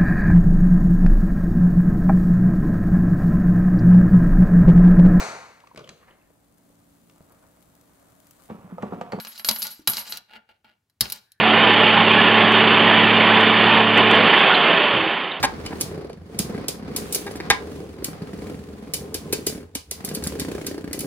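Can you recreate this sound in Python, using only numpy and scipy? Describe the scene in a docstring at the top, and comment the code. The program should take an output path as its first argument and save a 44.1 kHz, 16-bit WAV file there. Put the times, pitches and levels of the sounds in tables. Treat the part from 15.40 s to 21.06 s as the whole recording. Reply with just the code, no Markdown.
"""Two metal-rimmed spinning tops circle in a thin plastic bowl, in a cardboard box in a small room.
They start with a clash: the rims grind, give a dull crack and ring, and rim teeth rattle on the wall.
Then the tips rub and hop on the bowl, which rumbles and thumps, and more clashes lead to a hard hit
at 2.1 s. After a calmer stretch the clashes crowd together, and from 4.6 s a slowing top tilts, so
the rubbing flares more at each hop. Two close microphones hear it all from the left."""
import sys
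import numpy as np
from scipy import signal
from scipy.fft import rfft, irfft
from scipy.io import wavfile

SR = 44100
rng = np.random.default_rng(int(sys.argv[2]) if len(sys.argv) > 2 else 0)


def unload_wav(signal):
    """Save mono or channel-first audio to the path in sys.argv[1] as 16-bit WAV at rate SR, clipped to [-1, 1]."""
    wavfile.write(
        sys.argv[1],
        SR,
        np.round(np.clip(np.atleast_2d(signal).T, -1, 1) * 32767).astype(np.int16),
    )


N = 249606

# A mode is a tone at which an object rings; its ring time is how long it takes to fade by 60 dB.
# Low modes of the bowl: f/Hz, level/dB, ring time/s
BOWL_MODES = [(157, -4, .09), (196, -7, .04), (228, -5.5, .06), (290, -5, .045), (345, -6, .04),
              (425, -1, .045), (480, -5, .035), (530, -9, .035), (660, -12, .02), (833, -19, .023),
              (1019, -20, .03), (1240, -22, .03)]
# Short-lived modes of the bowl's wall: f/Hz, level/dB, ring time/s
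WALL_MODES = [(540, -7, .025), (805, 3, .022), (985, 3.5, .02), (1190, -1, .02), (1630, 5, .018),
              (1900, 6, .013), (2230, 5.5, .015), (2450, 3, .011), (2800, -4, .01), (3680, -1, .02),
              (3900, -3, .012), (4940, -2, .015), (7000, -6, .004), (15000, -10, .004)]


def rim_clashes():
    """Rims graze, bite and grind. Returns the cracks, the ringing of the tops and the echo tails."""
    # Rims meet: t/s, crack level/dB, ringing against crack/dB, graze before the bite/s, grinding/s,
    # brightness/(dB per octave), favoured f/Hz
    meetings = [(0.03, -10, -12, 0.0025, 0.024, -9.5, 2380), (0.262, -20, -5, 0.014, 0.002, -8.5, 2950),
                (0.4101, -10, -25, 0.0099, 0.0073, 1, 3700), (0.696, -38, -6, 0.0019, 0.0011, -13, 4450),
                (.731, -40, -15, 0.0016, 0.0015, -9, 4450), (0.9898, -8.5, -12, 0.0044, 0.00042, 1.5, 4960),
                (1.2829, -12, -10, 0.0026, 0.0043, 1, 7470), (1.562, -12, -8, 0.00084, 0.0062, 3.5, 4450),
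                (1.725, -13, -19, 0.00091, 0.0037, 5.5, 3700),
                (1.7477, -9.5, -12.5, 0.0011, 0.0065, 3.5, 2330),
                (1.866, -34.5, -10, .006, 0.012, -4, 2330), (1.91, -36.5, -12, .004, 0.011, -1, 3700),
                (1.958, -33, -10, .008, .016, -4.5, 4450), (2.1008, -5, -28, 0.00098, 0.0075, -8.5, 3700),
                (2.644, -14, -5, 0.0062, 0.0036, 4, 4450), (3.5369, -10, -8.5, 0.0016, 0.0025, 3.5, 4430),
                (3.7433, -14.5, -7, 0.0032, 0.0048, 1, 3700),
                (3.9266, -11.5, -2.5, 0.0038, 0.0087, 1.5, 2510), (4.0669, -8, -8, 0.004, 0.0048, 3, 5050),
                (4.3517, -15, -11, 0.0041, 0.0049, -1, 2960), (4.512, -15, -10, 0.0041, 0.0012, 2, 1980),
                (4.648, -16, -12.5, 0.0037, 0.0024, 5.5, 2930),
                (4.688, -25.5, -1, 0.0025, 0.0034, -1, 1980), (4.749, -15.5, -8.5, 0.015, 0.0045, 2, 4370),
                (4.839, -17, -7.5, 0.0021, 0.0012, 3.5, 1600), (4.872, -18, -9, 0.0076, 0.0036, 1.5, 1980),
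                (4.997, -15, -6, 0.0046, 0.0031, 1, 1980), (5.2655, -16, -9, 0.0066, 0.0054, 0.5, 1600),
                (5.53, -17.5, -6.5, 0.001, 0.0025, 3, 1980), (5.5915, -16.5, -16, 0.004, 0.0014, 5, 2950),
                (5.606, -19.5, -9, 0.0021, 0.0045, 5, 2330)]
    # Modes of the tops: f/Hz, level/dB, ring time/s
    modes = [(1600, -18, .03), (1980, -17, .04), (2330, -15, .05), (2550, -21, .05), (2970, -15, .055),
             (3700, -14, .065), (4440, -13, .07), (4970, -13, .075), (6550, -15, .05), (7470, -12, .06),
             (8450, -16, .03), (10800, -9, .015)]
    # Tone colour of a crack, with a deep notch cut near 13 kHz and the top treble cut off: f/Hz, level/dB
    crack_colour = [(590, -17), (1000, -12), (1750, -26.5), (2320, -8), (2640, -10.5), (4900, -1),
                    (5800, -2.5), (7960, -3.5), (10800, -0.5), (12500, -5), (13400, -63), (14700, 3.5),
                    (15600, -16), (16200, -23), (17000, -81)]
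    snap_s, parting_s = .001, .0046   # fade times of the first snap and of the parting rims
    crest_db = 9   # how far noise peaks stand above its average level
    size = 16384
    t = np.arange(size) / SR
    mode_hz = np.array(modes)[:, :1]
    cracks, tails, forces = np.zeros(N + size), np.zeros((2, N + size)), np.zeros((len(modes), N + size))
    for s, crack_db, ring_db, graze, contact, bright_db, favoured_hz in meetings:
        contact = max(contact, 5e-4)
        start = round((s - graze) * SR)
        span = slice(start, start + size)
        held = np.exp(np.minimum(graze + contact - t, 0) / parting_s)
        snap = np.exp((graze - t) / snap_s)
        grind = np.where(t < graze, from_db(-11) * t / graze, held + snap)
        notches = from_db(2.5 * np.repeat(rng.standard_normal(size // 32), 32))   # rims catch unevenly
        crack = grind * notches * noise(crack_colour, bright_db, size)
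        cracks[span] += from_db(crack_db - crest_db) * crack
        # Each clash is at a new place, so it has its own echoes; their treble dies sooner.
        onset = np.clip((t - graze) / .00025, 0, 1)
        for tail_db, ring_s, duller_db in (-15.5, .24, 4), (-16, .08, 1.5):
            dying = onset * from_db(crack_db + tail_db - 60 * t / ring_s)
            for tail in tails:
                tail[span] += dying * noise(crack_colour, bright_db - duller_db, size)
        # The mode that belongs to the place struck rings louder.
        favour_db = 8 * np.exp(-(np.log2(mode_hz / favoured_hz) / .1) ** 2)
        strength = from_db(crack_db + ring_db + favour_db + rng.normal(0, .59, mode_hz.shape))
        roughness = rng.standard_normal((len(modes), size)) / np.sqrt((contact + parting_s) * SR)
        forces[:, span] += strength * grind * roughness
    ringing = sum(from_db(db) * ring(force, hz, ring_s) for force, (hz, db, ring_s) in zip(forces, modes))
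    return cracks[:N], ringing[:N], tails[:, :N]


def tip_landings():
    """Tips hop singly or, as a top wobbles, in even runs. Rows: t/s, level/dB, f/Hz, scuff/dB."""
    # Single landings: t/s, level/dB, f/Hz of the spot struck
    hops = [(0.043, -17, 280), (0.331, -20, 327), (0.384, -25, 260), (0.698, -21, 468), (1.286, -21, 380),
            (1.343, -28, 222), (0.996, -12, 183), (1.758, -21, 397), (2.053, -30, 199), (2.106, -16, 482),
            (2.731, -24.5, 194), (2.819, -17.5, 187), (2.872, -28, 248), (2.932, -18, 204),
            (2.988, -19.5, 179), (3.02, -21.5, 308), (3.069, -22.5, 268), (3.61, -22, 173),
            (3.746, -21, 343), (3.928, -14.5, 370), (3.989, -23, 270), (4.068, -16, 398), (4.355, -21, 275),
            (4.515, -27.5, 440), (4.771, -18.5, 263), (4.824, -18.5, 257), (4.866, -14.5, 237),
            (4.896, -23, 275), (5.409, -28, 280)]
    # Runs of hops: first t/s, last t/s, gap/s, first level/dB, last level/dB, f/Hz, scuff against hop/dB
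    wobbles = [(.198, .41, .053, -26, -23, 350, -18), (.512, .645, .033, -23, -25, 400, -18),
               (.731, .858, .043, -28, -34, 200, -24), (.947, 1.146, .05, -22, -16, 220, -22),
               (1.177, 1.243, .033, -18, -24, 280, -21), (1.397, 1.448, .0255, -23, -25, 240, -22),
               (1.479, 1.656, .035, -22, -21, 250, -22), (1.816, 2.001, .046, -27, -20, 350, -16),
               (2.226, 2.404, .0445, -24, -22, 340, -21), (2.491, 2.585, .047, -28, -29, 300, -16),
               (2.624, 2.684, .03, -23, -23, 320, -22), (3.097, 3.378, .0467, -23, -32, 270, -19),
               (3.425, 3.474, .049, -27, -26, 270, -21), (4.096, 4.23, .027, -22, -29, 260, -16),
               (4.607, 4.712, .034, -29, -19, 250, -14), (4.922, 5.019, .032, -19, -19, 290, -16),
               (5.049, 5.378, .0329, -19, -19, 330, -15.5), (5.443, 5.644, .0335, -21, -21, 300, -17)]
    single_scuff_db = -19.5
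    landings = [(*hop, single_scuff_db) for hop in hops]
    chance = rng.standard_normal((len(wobbles), 40, 3))
    for (first, last, gap, first_db, last_db, hz, scuff_db), draws in zip(wobbles, chance):
        steps = round((last - first) / gap)
        for k, (late, louder, higher) in enumerate(draws[:steps + 1]):
            s = first + (last - first) * k / steps + .001 * late
            db = first_db + (last_db - first_db) * k / steps + 1.2 * louder
            landings.append((s, db, hz * 2 ** (.13 * higher), scuff_db))
    return landings


def bowl_thumps(landings):
    """A landing tip dents the bowl, which swings a few times; it also scuffs and rings the modes."""
    # Tone colour of a scuff: f/Hz, level/dB
    scuff_colour = [(400, 8.5), (650, 3.5), (1000, -24.5), (1300, -5), (1750, -2.5), (2020, -15),
                    (2300, -13), (2620, -15.5), (2950, -8.5), (3600, -22), (4500, -4.5), (7000, -27),
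                    (11000, -16.5), (16000, -42)]
    dent_fade_s, size = .0042, 2048
    t = np.arange(size) / SR
    dents, ticks, blows = np.zeros(N + size), np.zeros(N), np.zeros(N)
    for s, peak_db, spot_hz, scuff_db in landings:
        i = min(round(s * SR), N - 1)
        rise = .002 + .3 / spot_hz   # broad, low spots take longer to swing
        swell = np.where(t < rise, np.sin(np.pi * t / rise / 2) ** 2, np.exp((rise - t) / dent_fade_s))
        phase = 2 * np.pi * spot_hz * t * (1 - 4.2 * t)   # pitch sags as the tip lifts
        dents[i:i + size] += from_db(peak_db) * swell * (np.sin(phase) + .42 * np.sin(1.55 * phase))
        ticks[i], blows[i] = from_db(peak_db + scuff_db), from_db(peak_db - 14.5)
    wall_taps = from_db(-9) * strike(ticks, WALL_MODES[1:9])
    scuff_shape = (t / .003) * np.exp(1 - t / .003) + .25 * np.exp(-t / .015)
    scuffs = signal.fftconvolve(ticks, scuff_shape)[:N] * noise(scuff_colour)
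    return dents[:N] + wall_taps + scuffs + strike(blows, BOWL_MODES)


def wall_knocks():
    """A top runs into the wall and its rim teeth beat on it: even beats buzz, uneven ones rattle."""
    # Knocks: t/s, level/dB, contact/s, gap between teeth/s, brightness/(dB per octave),
    # loss per tooth/dB, unevenness/s
    knocks = [(.028, -25, .008, .0041, 5, 0, 0), (.0388, -14, .014, .0045, -5, 4, .001),
              (.312, -45, .02, .003, -6, -1.2, .001), (1.866, -37, .016, .0028, -1, 0, .001),
              (2.001, -31, .008, .004, 0, 3, .001), (2.1022, -10.5, .009, .00492, 2, 0, 0)]
    out, tooth_slips = np.zeros(N), rng.standard_normal((len(knocks), 12))
    for mode, (hz, mode_db, ring_s) in enumerate(WALL_MODES):
        force = np.zeros(N)
        for (s, db, contact, gap, bright_db, loss_db, uneven), slips in zip(knocks, tooth_slips):
            for k, slip in enumerate(slips):
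                touching = np.clip(1 + (contact - k * gap) / gap, 0, 1)
                beat_s = s + k * gap + uneven * slip * (k > 0)
                beat_db = db - loss_db * k + bright_db * np.log2(hz / 1500) + rng.normal(0, 1.5)
                force[round(beat_s * SR)] += touching * from_db(beat_db)
        out += (-1) ** mode * from_db(mode_db) * ring(force, hz, ring_s)
    return out


def bowl_rumble(level_db):
    """Rolling tips stir the bowl's modes with small bumps, and the whole bowl sways in the bass."""
    # Tone colour of the sway: f/Hz, level/dB
    sway_colour = [(18, -59), (30, -16), (52, -11.5), (75, -0.5), (91, -1), (112, -28), (150, -55),
                   (250, -120)]
    rolling = sum(from_db(db) * ring(clicks(per_s=200, spread_db=0), hz, ring_s)
                  for hz, db, ring_s in BOWL_MODES)
    rumble = from_db(level_db + 2 * drift(rate_hz=25)) * rms_one(rolling)
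    sway_db = -43.5 + .28 * (level_db - level_db.mean())   # partly follows the rumble
    return rumble + from_db(sway_db) * noise(sway_colour)


def tip_chatter(landings):
    """How hard the tips rub: it jumps at each speck of grit and when a landing presses a tip down."""
    tilt_s, tilted_press, upright_press = 4.6, 2.4, .6
    grit = fade_each(abs(clicks(per_s=140, spread_db=2.5)), fade_s=.0025)
    at = np.minimum(np.array(landings)[:, 0] * SR, N - 1).astype(int)
    presses = np.zeros(N)
    presses[at] = np.where(at < tilt_s * SR, upright_press, tilted_press)
    presses[at] *= from_db(2.5 * rng.standard_normal(len(at)))
    return rms_one(1 + .33 * grit + fade_each(presses, fade_s=.007))


def tip_hiss(rubbing):
    """Tips rubbing on plastic hiss. Returns a direct part and a part spread over left and right."""
    # Tone colour of the hiss: f/Hz, level/dB
    hiss_colour = [(350, 1), (600, -15.5), (711, 5), (912, -7), (1020, -2), (2450, -10.5), (2770, -16.5),
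                   (4880, -15), (9000, -42), (11700, -42), (19800, -120)]
    spread = from_db(-3.5) * rubbing * np.array([noise(hiss_colour), noise(hiss_colour)])
    return from_db(-10.5) * rubbing * noise(hiss_colour), spread


def top_whirr(strength):
    """The spinning tops give a bright whirr, spread over left and right."""
    # Tone colour of the whirr, with a notch cut near 14 kHz and the top treble cut off: f/Hz, level/dB
    whirr_colour = [(2940, -1), (5000, -6), (6360, -5.5), (11400, -8), (13300, -15.5), (13900, -29.5),
                    (15000, -9), (16100, -9), (17000, -79.5)]
    return strength * np.array([noise(whirr_colour), noise(whirr_colour)])


def room_echo(x):
    """The room sends back dense echoes, different at each microphone; middle pitches last longest."""
    # How long the room rings: f/Hz, ring time/s
    ring_times = [(200, 0.067), (1000, 0.26), (4000, 0.14), (12000, 0.032)]
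    t = np.arange(SR // 2) / SR
    edges_hz, tail = 50 * 2 ** np.arange(0, 8.6, .5), 0
    for low, high in zip(edges_hz, edges_hz[1:]):
        band_filter = signal.butter(2, [low, high], "band", fs=SR, output="sos")
        band = signal.sosfilt(band_filter, rng.standard_normal((2, len(t))))
        tail = tail + band * from_db(-60 * t / at_hz(ring_times, np.sqrt(low * high)))
    tail = tail * np.clip(t / .0079, 0, 1) / np.sqrt(np.sum(tail ** 2) / 2)
    return signal.fftconvolve(x[None], tail, axes=1)[:, :N]


def microphones(x):
    """Direct sound reaches the left microphone first and the right one 4 samples later."""
    return np.array([from_db(-2) * x, from_db(-1.5) * np.r_[np.zeros(4), x[:-4]]])


def from_db(db):
    """Turn a level in dB into a number to multiply by."""
    return 10 ** (np.asarray(db) / 20)


def rms_one(x):
    """Scale a signal so that its average size (root mean square) is 1."""
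    return x / np.sqrt(np.mean(x ** 2) + 1e-20)


def at_hz(points, hz):
    """Read between the rows of a frequency table, with octaves evenly spaced."""
    known_hz, values = np.transpose(points)
    return np.interp(np.log(hz + 1), np.log(known_hz), values)


def noise(colour, bright_db=0, size=N):
    """Noise of a given tone colour, tilted by bright_db per octave above 1500 Hz."""
    hz = np.arange(size // 2 + 1) * SR / size
    gain = from_db(at_hz(colour, hz) + bright_db * np.log2(np.maximum(hz, 1500) / 6000))
    return rms_one(irfft(rfft(rng.standard_normal(size)) * gain, size))


def drift(rate_hz):
    """A smooth random wander of average size 1."""
    r = np.exp(-80 * np.pi * rate_hz / SR)
    slow = signal.lfilter([1], [1, -2 * r, r * r], rng.standard_normal(N // 40 + 2002))[2000:]
    return np.interp(np.arange(N) / 40, np.arange(len(slow)), rms_one(slow))


def ring(force, hz, ring_s):
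    """One mode: each click in the force starts a fading sine wave of the same height."""
    r, w = from_db(-60 / (ring_s * SR)), 2 * np.pi * hz / SR
    return signal.lfilter([0, np.sin(w)], [1, -2 * r * np.cos(w), r * r], force + 1e-18)


def strike(hits, modes):
    """Each hit rings every mode by a random amount."""
    return sum(from_db(db) * ring(hits * rng.standard_normal(N), hz, ring_s) for hz, db, ring_s in modes)


def clicks(per_s, spread_db):
    """Random clicks of either sign; spread_db makes their sizes uneven."""
    sizes = from_db(spread_db * np.minimum(rng.exponential(1, N), 5)) * rng.choice([-1, 1], N)
    return sizes * (rng.random(N) < per_s / SR)


def fade_each(jumps, fade_s):
    """Let each jump ease off to about a third in fade_s."""
    return signal.lfilter([1], [1, -np.exp(-1 / fade_s / SR)], jumps + 1e-18)


def scene():
    """Add up bowl, tips, clashes and knocks, heard directly and through the room."""
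    # Loudness of the rolling tops: t/s, rumble level/dB, hiss level/dB, whirr level/dB
    rolling_levels = [(0, -36, -30.5, -47), (.15, -36.5, -36.5, -53), (.43, -34.5, -39.5, -46),
                      (.62, -36.5, -41.5, -60), (.8, -47.5, -55.5, -68), (.94, -39.5, -45.5, -54),
                      (1.17, -32, -35.5, -51), (1.39, -39.5, -43.5, -66), (1.59, -34.5, -37, -48),
                      (1.75, -35, -45, -40), (2.08, -35.5, -36.5, -55), (2.36, -35, -45.5, -48.5),
                      (2.57, -40, -48, -57.5), (2.75, -37, -40.5, -55.5), (3.07, -35.5, -44, -48.5),
                      (3.3, -40.5, -50.5, -56), (3.55, -38.5, -44.5, -55.5), (4.03, -36, -49, -47.5),
                      (4.18, -39, -67, -49.5), (4.3, -51, -61, -67), (4.45, -58.5, -70, -62),
                      (4.57, -44, -49, -59), (4.75, -34.5, -43, -49.5), (5.14, -35.5, -64, -45.5),
                      (5.4, -39.5, -59, -55), (5.66, -38, -45, -58)]
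    times, *levels = np.transpose(rolling_levels)
    rumble_db, hiss_db, whirr_db = [np.interp(np.arange(N) / SR, times, db) for db in levels]
    landings = tip_landings()
    bowl = bowl_rumble(rumble_db) + bowl_thumps(landings)
    chatter = tip_chatter(landings)
    rubbing = from_db(hiss_db + 1.5 * drift(rate_hz=30)) * chatter
    cracks, ringing, tails = rim_clashes()
    knocks = wall_knocks()
    direct_hiss, spread_hiss = tip_hiss(rubbing)
    whirr = top_whirr(from_db(whirr_db) * chatter)
    direct = microphones(bowl + cracks + ringing + knocks + direct_hiss)
    echoes = room_echo(from_db(-13.5) * knocks + from_db(-9) * (ringing + bowl))
    return direct + spread_hiss + whirr + tails + echoes


def record(dry):
    """Cut the deep bass, round off the peaks, then cut the highest treble."""
    bass_cut = signal.butter(3, 55, "high", fs=SR, output="sos")
    treble_cut = signal.cheby2(12, 70, 17150, fs=SR, output="sos")
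    rounded = np.tanh(signal.sosfilt(bass_cut, dry))
    return signal.sosfilt(treble_cut, rounded)


dry = scene()
out = record(dry)
unload_wav(out)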